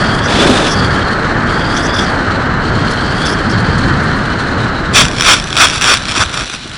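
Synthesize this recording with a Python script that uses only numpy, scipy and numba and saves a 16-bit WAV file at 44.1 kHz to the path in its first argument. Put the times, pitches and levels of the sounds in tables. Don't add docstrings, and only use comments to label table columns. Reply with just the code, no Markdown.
import sys
import numpy as np
from scipy import signal
from scipy.io import wavfile
from scipy.ndimage import uniform_filter1d
from numba import njit

SR = 44100
rng = np.random.default_rng(int(sys.argv[2]) if len(sys.argv) > 2 else 0)


def log_audio(samples):
    frames = np.atleast_2d(samples).T
    limited = np.clip(frames, -1, 1)
    pcm = np.round(limited * 32767).astype(np.int16)
    wavfile.write(sys.argv[1], SR, pcm)


def ratio(d):
    e = np.asarray(d, float) / 20
    return 10 ** e


N = 298557
TIME = np.arange(N) / SR
TOP_HZ = 10620

# [t/s, level/dB]
AIR = [(0, 2), (.2, 0), (1.0, 1), (2.2, 1), (3.0, -0.5), (3.7, 0.5), (4.85, -1), (5.1, -2.5), (5.6, -7.5),
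       (6.0, -9), (6.25, -10), (6.43, -7.5), (6.47, -23), (6.62, -17), (6.77, -14)]
# [touch t/s, dug in t/s, lifting t/s, clear t/s, scrape level/dB]
SKIPS = [(4.918, 4.962, 5.012, 5.075, -2.5), (5.165, 5.285, 5.332, 5.41, -3),
         (5.54, 5.602, 5.652, 5.695, -3), (5.64, 5.68, 5.765, 5.86, -14.5), (5.795, 5.82, 5.86, 5.89, -9),
         (5.83, 5.88, 5.922, 6.01, -4.5), (6.03, 6.09, 6.124, 6.14, -15), (6.135, 6.152, 6.175, 6.22, -11),
         (6.14, 6.205, 6.226, 6.262, -6.5), (6.28, 6.34, 6.425, 6.47, -17), (6.42, 6.47, 6.52, 6.62, -24),
         (6.51, 6.535, 6.553, 6.6, -19)]
TOUCHDOWN_S, REST_S = SKIPS[0][0], SKIPS[-1][3]


@njit
def svf(x, hz, width):
    y, b, l = np.empty(len(x)), 0., 0.
    for i in range(len(x)):
        g = np.tan(np.pi * hz[i] / SR)
        k = width / hz[i]
        v = (b + g * (x[i] - l)) / (1 + g * (g + k))
        b = 2 * v - b
        l += 2 * g * v
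        y[i] = k * v
    return y


def band(x, hz, width):
    hz = hz * np.ones(N)
    return svf(svf(x, hz, 2.02 * width), hz, 2.02 * width)


def body(x, modes, bend=1):
    out = np.zeros(N)
    for k, (hz, width, db) in enumerate(modes):
        out += (-1) ** k * ratio(db) * band(x, hz * bend, width)
    return out


def unit(x):
    return x / np.sqrt(np.mean(x ** 2))


def columns(table):
    s, *cols = np.transpose(table)
    return [np.interp(TIME, s, c) for c in cols]


def ramp(s, values):
    return np.interp(TIME, s, values)


def bump(middle, half, order=2):
    return np.exp(-((TIME - middle) / half) ** order)


def walk(rate):
    k = int(SR / rate)
    steps = np.repeat(rng.standard_normal(N // k + 1), k)
    return 0.91 * uniform_filter1d(uniform_filter1d(steps, k), k)[:N]


def noise(flicker_db, rate):
    return rng.standard_normal(N) * ratio(flicker_db * walk(rate))


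def grains(per_second, scatter_db):
    on = rng.random(N) < per_second / SR
    return on * rng.standard_normal(N) * ratio(scatter_db * rng.exponential(size=N))


def slip():
    start, end, edge = 0.28, 0.697, 0.025
    return ramp([start - edge, start + edge, end - edge, end + edge], [0, 1, 1, 0])


def contact():
    power = ratio(2 * (-25 - 4 * (TIME - TOUCHDOWN_S)))
    for touch, dug, lift, clear, db in SKIPS:
        corners = [touch - .1, touch, dug, lift, clear, clear + 0.15]
        power += ratio(2 * ramp(corners, db + np.array([-60, -21, 0, 0, -23, -60])))
    return 10 * np.log10(power)


def buffet():
    # [middle t/s, half length/s, level over the buffet/dB]
    big_eddies = [(0.497, 0.048, 7), (.81, .04, 4), (1.623, 0.12, 2), (2.83, 0.087, 7.5), (3.253, .04, 2),
                  (3.5, .12, 5), (3.9, 0.23, 6), (4.38, 0.15, 3.5), (4.69, 0.043, 4), (5.003, 0.088, 5),
                  (5.512, .1, 6.5)]
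    air_db, = columns(AIR)
    low_db = -19.5 + air_db + sum(db * bump(s, half) for s, half, db in big_eddies)
    heave_db = -24 + 0.7 * air_db
    gust_db = -20.5 + 1.21 * air_db + 2.5 * slip() + 9 * bump(0.447, 0.1, order=6)
    flutter_db = -23 + 1.27 * air_db + 5.5 * slip()
    jolt = ratio(0.69 * contact())
    gust_gain = np.hypot(ratio(gust_db), ratio(-22.5) * jolt)
    flutter_gain = np.hypot(ratio(flutter_db), ratio(-22) * jolt)

    # [f/Hz, width/Hz, level/dB]
    buffet_modes = [(83.4, 54.5, 0), (154, 79, 2)]
    gust_modes = [(231.6, 103, 3), (416, 303, -6)]
    low = unit(body(noise(flicker_db=-2.5, rate=7.5), buffet_modes))
    heave = unit(band(noise(flicker_db=-3.0, rate=6), 40., 45.))
    gust = unit(body(noise(flicker_db=0.5, rate=31), gust_modes, 1 + 0.11 * slip()))
    flutter = unit(band(noise(flicker_db=1.0, rate=30), 715.0, 445.0))
    return ratio(low_db) * low + ratio(heave_db) * heave + gust_gain * gust + flutter_gain * flutter


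def chirps():
    # [start t/s, end t/s, from f/Hz, to f/Hz, level/dB]
    sweeps = [(0.236, 0.272, 5500, 5900, -26.5), (0.3, 0.305, 5100, 5400, -37.5),
              (0.667, 0.745, 5350, 5640, -25), (1.738, 1.787, 5070, 6130, -26),
              (1.823, 1.872, 5150, 6160, -25), (1.935, 1.967, 5250, 5860, -24),
              (1.957, 2.054, 5300, 5840, -29), (2.911, 2.925, 5000, 5600, -32),
              (3.252, 3.273, 4950, 5800, -25.5), (3.275, 3.345, 5050, 5500, -29),
              (3.49, 3.528, 4930, 5540, -30)]
    hz, gain = np.full(N, 5500.), np.zeros(N)
    for start, end, from_hz, to_hz, db in sweeps:
        on = (TIME > start) & (TIME < end)
        part = (TIME[on] - start) / (end - start)
        hz[on] = from_hz + (to_hz - from_hz) * part
        gain[on] = ratio(db) * np.minimum(part / 0.13, 1)
    return hz, uniform_filter1d(gain, size=150)


def airflow():
    # [t/s, lower whistle f/Hz, edge drive level/dB]
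    whistle_path = [(0, 3300, 1), (.1, 3290, 2.5), (.22, 3330, -0.5), (.55, 3570, 1), (.73, 3360, 0.5),
                    (.95, 3210, 1), (1.3, 2990, -0.5), (1.6, 3296, 0), (1.97, 3440, 0), (2.2, 3040, 0.5),
                    (2.58, 2960, -3.5), (2.68, 3140, -0.5), (3.02, 3114, 0), (3.25, 3370, 0.5),
                    (3.4, 3160, 0), (3.5, 3170, 0), (4.2, 3060, 0), (4.93, 2910, 0)]
    # [t/s, level/dB]
    puffs = [(2.66, 1), (2.75, 7), (2.915, 11), (3.11, 5), (3.26, 12), (3.51, 8), (3.6, 7.5), (3.785, 12.5),
             (3.87, 8), (4.04, 7), (4.17, 11), (4.3, 3)]
    # [f/Hz, width/Hz, level/dB]
    cavity_modes = [(1273, 433, 0.5), (1651, 390, 2)]
    low_hz, drive_db = columns(whistle_path)
    fast = (low_hz - 3000) / 100  # airspeed, in 100 Hz of whistle
    high_hz = (1.376 + 0.0056 * fast) * low_hz
    jet_hz, jet_gain = chirps()
    turned = slip()

    hum_db = -18.5 + columns(AIR)[0] + .6 * walk(15)
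    low_db = -40 + 2.94 * fast + drive_db + 1.3 * walk(24.05)
    high_db = -34.5 + 0.94 * fast + drive_db - 11 * turned + 0.84 * walk(24.82)
    rush_db = -39.5 + 0.49 * fast + .6 * drive_db + 10.5 * turned
    rush_db += 1.2 * (1 - 0.65 * turned) * walk(35)
    top_db = -52 + 2 * fast + 2.0 * drive_db + 5.5 * turned
    top_db += 2.5 * (1 - 0.56 * turned) * walk(45)
    top_db += sum(db * bump(s, 0.009) for s, db in puffs)

    eddies = unit(ratio(2.0 * walk(220) + 1.9 * walk(90) + 0.94 * walk(35)))
    hum = unit(body(noise(flicker_db=1.0, rate=45), cavity_modes))
    rush = unit(band(noise(flicker_db=-1.0, rate=30), 3010.0, 1600.0))
    top = unit(band(noise(flicker_db=1.0, rate=51), 4900.0, 6100.0))
    low = unit(band(noise(flicker_db=1.8, rate=50), low_hz * (1 + .012 * walk(30)), 150.))
    high = unit(band(noise(flicker_db=1.8, rate=60), high_hz * (1 + .018 * walk(40)), 320.))
    jet = unit(band(noise(flicker_db=2.0, rate=70), jet_hz, 470.0))
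    overtone = unit(band(jet ** 2, 1.7 * jet_hz, 1500.))

    whistles = ratio(low_db + 1.5) * low + ratio(high_db + 1.5) * high
    whistles += jet_gain * (jet + ratio(-12.5) * overtone)
    hiss = ratio(rush_db + 7.5) * rush + np.hypot(ratio(top_db + 6.5), ratio(-10.5) * jet_gain) * top
    air = ratio(hum_db) * hum + eddies * (hiss + whistles)
    return air * ratio(ramp([4.93, 5.0, 6.2, 6.6], [0.5, -4.5, 1.5, -1.5]))


def thuds():
    # [t/s, f/Hz, peak level/dB]
    bumps = [(.362, 245, -10), (.455, 270, -11), (5.04, 60, -13), (5.615, 100, -10.5), (5.655, 80, -13),
             (5.77, 110, -13), (5.935, 90, -15.5), (6.09, 110, -17), (6.175, 280, -10), (6.198, 90, -8.5),
             (6.255, 70, -14), (6.405, 45, -18), (6.415, 336, -13.5), (6.5, 380, -20), (6.54, 230, -20.5),
             (6.655, 290, -19), (6.73, 90, -27)]
    out = np.zeros(N)
    for s, hz, db in bumps:
        turns = np.clip(TIME - s, 0, None) * hz
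        push = np.e * turns * np.exp(-turns) * np.exp(-turns ** 2 / 4)
        out += ratio(db) * push * np.sin(2 * np.pi * turns)
    return out


def hull(dull, sharp):
    # [f/Hz, width/Hz, level/dB]
    low_modes = [(1203, 380, 4), (1510, 410, 5), (690, 500, -3.5)]
    mid_modes = [(2490, 350, 9), (3438, 315, 11), (4590, 210, 1.5), (5710, 370, 8.5), (4350, 2700, -5)]
    top_modes = [(7130, 630, 6.5), (8550, 800, 1.5), (9560, 900, 5)]
    flex = 1 + 0.03 * walk(25)

    def ring(x, modes):
        return body(x, modes, flex) / np.std(body(rng.standard_normal(N), modes))

    return ring(dull, low_modes) + ring(sharp, mid_modes) + ratio(-12) * ring(sharp, top_modes)


def grass(scrape_db, dig):
    patter = unit(grains(per_second=1300, scatter_db=1.4))
    roar = unit(noise(flicker_db=2.5, rate=200))
    blades = (1 - 0.69 * dig) * patter + (0.6 + 0.44 * dig) * roar
    blades *= ratio(scrape_db + 2.7 * dig ** 2 - 3.0)
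    return blades * np.clip((TIME - TOUCHDOWN_S) / 0.03, 0, 1)


def stray_stems():
    slide = REST_S - TOUCHDOWN_S
    return [(TOUCHDOWN_S + slide * u, -8 - 4 * slide * u - 6 * v) for u, v in rng.random((44, 2))]


def servo_ticks():
    return [(s, -14.5) for s in np.arange(6.6754, N / SR - .01, .0198)]


def landing():
    # [t/s, peak level/dB]
    strikes = [(4.9377, -6), (4.9553, 2.5), (5.0519, 1), (5.0823, -5), (5.1836, -6.5), (5.1976, -1),
               (5.2077, 8), (5.2212, 3.5), (5.2504, 1), (5.3983, -4.5), (5.4405, -6), (5.5039, -8),
               (5.5273, -4), (5.5665, 2.5), (5.575, 2), (5.684, -2), (5.6984, -3), (5.7284, -10),
               (5.8114, 0.5), (5.824, -3), (5.8411, 8), (5.9385, 9), (5.9708, 0.5), (6.0534, -5.5),
               (6.083, -4.5), (6.2597, -9), (6.2941, -10.5), (6.374, -1), (6.4652, -14), (6.5474, -11)]
    scrape_db = contact()
    dig = np.clip((scrape_db + 12) / 9, 0, 1)
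    blades = grass(scrape_db, dig)
    bright_db = -1.5 - 0.5 * dig * (-0.5 + 4 * (TIME - TOUCHDOWN_S))
    share = np.clip(ratio(bright_db), .45, .95)
    dull = blades * np.sqrt(1 - share ** 2)
    sharp = blades * share

    after = np.arange(300) / SR
    for s, db in list(strikes) + servo_ticks() + stray_stems():
        crackle = rng.standard_normal(300) * after * np.exp(-after / 0.00074)
        tap = ratio(db - 14.0) * unit(crackle)
        at = int(s * SR)
        sharp[at:at + 300] += tap
        dull[at:at + 300] += tap * ratio(-5)
    stiff = ratio(-4 / 3 * np.clip(TIME - 5.95, 0, .3) / 0.25)
    return hull(dull, sharp * stiff)


def scene():
    mid = buffet() + airflow() + thuds() + landing()
    return np.array([mid, mid])


def thin_treble(x):
    # [f/Hz, level/dB]
    side_level = [(50, -34), (140, -27), (330, -25), (620, -19), (1030, -23.5), (1820, -19), (4300, -15),
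                  (10000, -9)]
    hz, _, z = signal.stft(x, SR, nperseg=1024)
    power = uniform_filter1d(np.abs(z) ** 2, size=3, axis=1)
    bands = np.repeat(power[1:].reshape(-1, 4, z.shape[1]).mean(axis=1), 4, axis=0)

    mask_db = np.interp(hz[1:, None], [6500, 8800, 9600, TOP_HZ], [-63, -60, -54, -43])
    mask_db = mask_db + 3 * np.repeat(rng.standard_normal((128, z.shape[1])), 4, axis=0)
    mask = ratio(2 * uniform_filter1d(mask_db, size=2, axis=1))
    z[1:] *= (bands > mask * power.sum(axis=0)) & (hz[1:, None] < TOP_HZ)

    side_hz, side_db = np.transpose(side_level)
    spread = ratio(np.interp(np.log(hz + 1), np.log(side_hz), side_db) - 0.5)
    side = z * spread[:, None] * np.exp(2j * np.pi * rng.random(z.shape))
    return np.array([signal.istft(z + sign * side, SR, nperseg=1024)[1][:N] for sign in (1, -1)])


def band_limit(x):
    return signal.sosfilt(signal.butter(12, 10640, fs=SR, output="sos"), x)


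def record(dry):
    steep = signal.ellip(8, .1, 50, TOP_HZ, fs=SR, output="sos")
    clipped = np.clip(signal.sosfiltfilt(steep, dry[0]), -1.16, 1.16)
    mix = np.clip(thin_treble(clipped), -1, 1)
    return band_limit(mix)


dry = scene()
out = record(dry)
log_audio(out)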